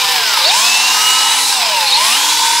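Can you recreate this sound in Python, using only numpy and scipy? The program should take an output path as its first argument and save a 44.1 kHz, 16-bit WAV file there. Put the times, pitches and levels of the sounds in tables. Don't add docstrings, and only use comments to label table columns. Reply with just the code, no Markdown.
import sys
import numpy as np
from scipy import signal
from scipy.fft import rfft, irfft
from scipy.io import wavfile
from scipy.ndimage import uniform_filter1d

SR = 44100
rng = np.random.default_rng(int(sys.argv[2]) if len(sys.argv) > 2 else 0)


def store_pcm(level_fs):
    pcm = np.round(np.clip(level_fs, -1, 1) * 32767).astype(np.int16)
    wavfile.write(sys.argv[1], SR, np.atleast_2d(pcm).T)


def attenuation_scalar(level_db):
    decades = np.asarray(level_db, float) / 20
    return 10 ** decades


N = 114660

# time in seconds, shaft speed in Hz.
SHAFT_SPEED = [(0, 158.4), (.112, 157.8), (.28, 132.3), (.393, 107.3), (.438, 103.8), (.56, 197.4),
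               (.643, 227.4), (.858, 245.2), (1.078, 257.2), (1.445, 262.9), (1.52, 258.4), (1.77, 184.7),
               (1.915, 155.6), (2.021, 205), (2.119, 237.5), (2.18, 281.4), (2.25, 296.1), (2.6, 309.3)]
# time in seconds, rattle level in dB, fan level in dB.
EFFORT_LEVELS = [(0, -19, -23), (.12, -16, -37), (.43, -16, -43), (.55, -16, -19.5), (.7, -16, -21),
                 (1.1, -16, -21.5), (1.5, -17.5, -17.5), (1.62, -17.5, -29.5), (1.92, -18, -28),
                 (2.05, -15.5, -19.5), (2.3, -17, -21), (2.6, -18.5, -20.5)]
# time in seconds, pole, gear and second stage levels in dB, gear slack (0 = tight).
DRIVE_LOAD = [(0, -7, -13, -4, .1), (.15, -3, -3, -8, 0), (.25, -11, 1, -10, 0), (.41, -13, -7, -14, 0),
              (.46, 4, -12, -8, 0), (.56, 2, -10, -4, 0), (.65, -3, 1, -2, 0), (.84, -15, 1, -7, 0),
              (.96, -2, 1, -6, 0), (1.1, 0, 3, -5, .2), (1.33, -4, -5, -4, .1), (1.45, -12, -18, -3, 0),
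              (1.62, -15, -6, 3, 0), (1.78, 1, -13, 3, 0), (1.9, -5, -18, -6, 0), (2, 4, -9, -3, 0),
              (2.15, -5, 0, -6, .5), (2.6, -2, -9, 4, 1.2)]
# multiple of shaft speed, level in dB, wobble in dB, phase wander in rad.
POLE_TONES = [(5, -24, .8, .3)]
# multiple, level in dB, wobble in dB, wander in rad.
GEAR_TONES = [(11.25, -19, 1.5, .5), (12.25, -34, 3, 1), (22.5, -32, 2, 1.2)]
# multiple, level in dB, wobble in dB, wander in rad.
SECOND_STAGE_TONES = [(3.125, -30, 1, .3)]
# multiple, level in dB, wobble in dB, wander in rad.
CAGE_TONES = [(3, -28, 1, .3)]
# multiple, level in dB, wobble in dB, wander in rad.
OVERTONE_TONES = [(15, -28, 2, .7), (23.5, -33, 3, 1.5), (25, -37, 3, 1), (27, -38, 3, 1.2),
                  (30, -35, 3, .8), (33.75, -34, 2, 2), (45, -39, 3, 1.5)]
# centre in Hz, width in Hz, level in dB.
HOUSING_RESONANCES = [(920, 200, 6), (1295, 100, 1), (2800, 600, 0), (3750, 700, 0), (5200, 600, 2),
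                      (8000, 900, 4)]
# centre in Hz, width in Hz, level in dB.
RINGING_PARTS = [(893, 110, -13), (1011.5, 65, -13.5), (1450, 110, -33.5), (1602, 80, -26),
                 (2385, 94, -26.5), (2815, 590, -21.5), (3640, 160, -20), (3947, 68, -17), (4196, 46, -20),
                 (4580, 130, -17.5), (4980, 220, -19), (5230, 270, -18.5), (7820, 110, -24),
                 (8660, 120, -27)]
# frequency in Hz, density in dB per Hz.
RATTLE_SPECTRUM = [(150, -55), (250, -16.5), (586, -21), (988, -6.5), (1310, -5), (1550, -4), (2130, -0.5),
                   (3980, 0.5), (16000, -17.5)]
# frequency in Hz, density in dB per Hz.
FAN_SPECTRUM = [(3000, -34.5), (5500, 2.5), (7000, 2), (9000, -0.5), (11000, -4), (13000, -18.5),
                (16000, -33)]
# time in seconds, pitch in Hz, level in dB.
SQUEAL_PATHS = [
    [(.44, 3100, -28), (.451, 3720, -10), (.457, 4500, -19), (.467, 4445, -11), (.479, 4700, -26),
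     (.49, 4600, -17), (.497, 3100, -14), (.501, 3720, -10), (.511, 3800, -24)],
    [(1.866, 3880, -24), (1.873, 4044, -13), (1.881, 4450, -17), (1.888, 4200, -15), (1.898, 4500, -21)],
    [(1.902, 4300, -22), (1.908, 4100, -13), (1.915, 4350, -14), (1.925, 3740, -14), (1.935, 3800, -11),
     (1.942, 4400, -13), (1.958, 4030, -13), (1.968, 4420, -14), (1.98, 4300, -28)],
]
# frequency in Hz, density in dB per Hz.
HUM_SPECTRUM = [(22, -22), (40, -31), (52, -1), (65, -8.5), (80, -12.5), (150, -3), (300, -11), (480, 11)]
# frequency in Hz, side level in dB.
SIDE_SPECTRUM = [(60, -12), (300, -18), (1700, -26), (4500, -14.5), (8000, -10), (10000, -15.5),
                 (12000, -7), (15000, -2.5)]


def white():
    return rng.standard_normal(N)


def unit(x):
    return x / np.sqrt(np.mean(x ** 2))


def walk(rate):
    hold = int(SR / rate)
    levels = np.repeat(rng.standard_normal(N // hold + 1), hold)
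    return unit(uniform_filter1d(uniform_filter1d(levels, hold), hold)[:N])


def curve(table, t):
    rows = np.array(table, float).T
    return [np.interp(t, rows[0], column) for column in rows[1:]]


def slope(table, hz):
    rows = np.array(table, float).T
    return attenuation_scalar(np.interp(np.log(hz + 1), np.log(rows[0]), rows[1]))


def peaks(table, hz):
    return np.sqrt(sum(attenuation_scalar(2 * db) / (1 + (2 * (hz - f) / w) ** 2) for f, w, db in table))


def shaped(x, gain):
    return irfft(rfft(x) * gain(np.arange(N // 2 + 1) * SR / N), N)


def patchy(x, table, flicker_db, rate):
    out = 0
    for octave in 8 + np.arange(19) / 3:
        def band(hz):
            distance = np.clip(3 * (np.log2(hz + 1) - octave), -1, 1)
            return slope(table, hz) * np.cos(np.pi / 2 * distance) ** 2
        out = out + shaped(x, band) * attenuation_scalar(flicker_db * walk(rate))
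    return unit(out)


def whine(table, shaft, slack=0):
    flat_db, slack_wander = -8, 2.4
    turns = np.cumsum(shaft) / SR
    coarse = np.arange(N)[::64]
    out = 0
    for multiple, db, wobble_db, wander in table:
        housing = np.hypot(peaks(HOUSING_RESONANCES, multiple * shaft[coarse]), attenuation_scalar(flat_db))
        gain = np.interp(np.arange(N), coarse, housing) * attenuation_scalar(db + wobble_db * walk(14.27))
        drift = wander * (walk(60) + slack_wander * slack * walk(200))
        phase = 2 * np.pi * multiple * turns + drift + 6 * rng.random()
        out = out + np.sqrt(2) * gain * np.sin(phase)
    return out


def drive_tones(shaft, t):
    slack_db = 14
    pole_db, gear_db, second_db, slack = curve(DRIVE_LOAD, t)
    tones = attenuation_scalar(pole_db) * whine(POLE_TONES, shaft)
    tones = tones + attenuation_scalar(gear_db) * whine(GEAR_TONES, shaft, slack)
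    tones = tones + attenuation_scalar(second_db) * whine(SECOND_STAGE_TONES, shaft)
    tones = tones + attenuation_scalar(slack_db * (slack - 1)) * whine(CAGE_TONES, shaft)
    return tones + whine(OVERTONE_TONES, shaft, slack)


def unbalance(shaft):
    level_db, db_per_octave, reference_hz = -44.5, 11, 260
    shake_db = level_db + db_per_octave * np.log2(shaft / reference_hz) + walk(8.9)
    return np.sqrt(2) * attenuation_scalar(shake_db) * np.sin(2 * np.pi * np.cumsum(shaft) / SR)


def rattle(shaft):
    turns = np.cumsum(shaft) / SR
    shaft_db = 1.3 * np.sin(2 * np.pi * turns)
    chuck_db = 0.55 * np.sin(2 * np.pi * turns / 6)
    knocks = white() * attenuation_scalar(shaft_db + chuck_db + 1.23 * walk(300))
    out = patchy(knocks, RATTLE_SPECTRUM, 1.7, 11.54)
    for f, w, db in RINGING_PARTS:
        ring = unit(shaped(knocks, lambda hz: peaks([(f, w, 0)], hz) ** 2))
        out = out + attenuation_scalar(db + 2.0 * walk(9.95)) * ring
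    return out


def squeal(t):
    rough_db, jitter = 2.5, .012
    out = 0
    for path in SQUEAL_PATHS:
        hz, db = curve(path, t)
        on = uniform_filter1d(1. * ((t > path[0][0]) & (t < path[-1][0])), size=64)
        phase = 2 * np.pi * np.cumsum(hz * (1 + jitter * walk(500))) / SR
        out = out + np.sqrt(2) * on * attenuation_scalar(db + rough_db * walk(600)) * np.sin(phase)
    return out


def fan_hiss():
    return patchy(white(), FAN_SPECTRUM, 2.2, 11)


def room(x, t60):
    t = np.arange(SR // 2) / SR
    tail = rng.standard_normal(len(t)) * np.exp(-np.log(1000) * t / t60) * (t > .003)
    return signal.fftconvolve(x, tail / np.sqrt(np.sum(tail ** 2)))[:N]


def kitchen_floor():
    def gain(hz):
        return slope(HUM_SPECTRUM, hz) / (1 + (hz / 500) ** 4) / (1 + (20 / (hz + 1)) ** 4)
    return attenuation_scalar(-40) * unit(shaped(white(), gain))


def scene():
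    room_db, room_t60_s, squeal_db = -9.5, 0.32, 1.7
    side_t60_s, side_lean, lean_db = 0.044, -0.17, 0.1
    t = np.arange(N) / SR
    shaft = uniform_filter1d(curve(SHAFT_SPEED, t)[0], size=900, mode="nearest")
    shaft = shaft * (1 + .0008 * walk(25))
    rattle_db, fan_db = curve(EFFORT_LEVELS, t)
    drill = drive_tones(shaft, t) + unbalance(shaft)
    drill = drill + attenuation_scalar(rattle_db) * rattle(shaft)
    drill = drill + attenuation_scalar(squeal_db) * squeal(t)
    drill = drill + attenuation_scalar(fan_db) * fan_hiss()
    mid = drill + attenuation_scalar(room_db) * room(drill, room_t60_s) + kitchen_floor()
    spread = room(mid, side_t60_s) + side_lean * mid
    side = shaped(spread, lambda hz: slope(SIDE_SPECTRUM, hz))
    return np.array([(mid + side) * attenuation_scalar(lean_db / 2), (mid - side) * attenuation_scalar(-lean_db / 2)])


def top_cut(x):
    return signal.sosfilt(signal.butter(12, 16630, fs=SR, output="sos"), x)


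def record(dry):
    ceiling, top_hz = 1.1, 15700
    limited = ceiling * np.tanh(dry / ceiling)
    low_pass = signal.ellip(12, .3, 70, top_hz, fs=SR, output="sos")
    mix = signal.sosfilt(low_pass, limited)
    return top_cut(mix)


dry = scene()
out = record(dry)
store_pcm(out)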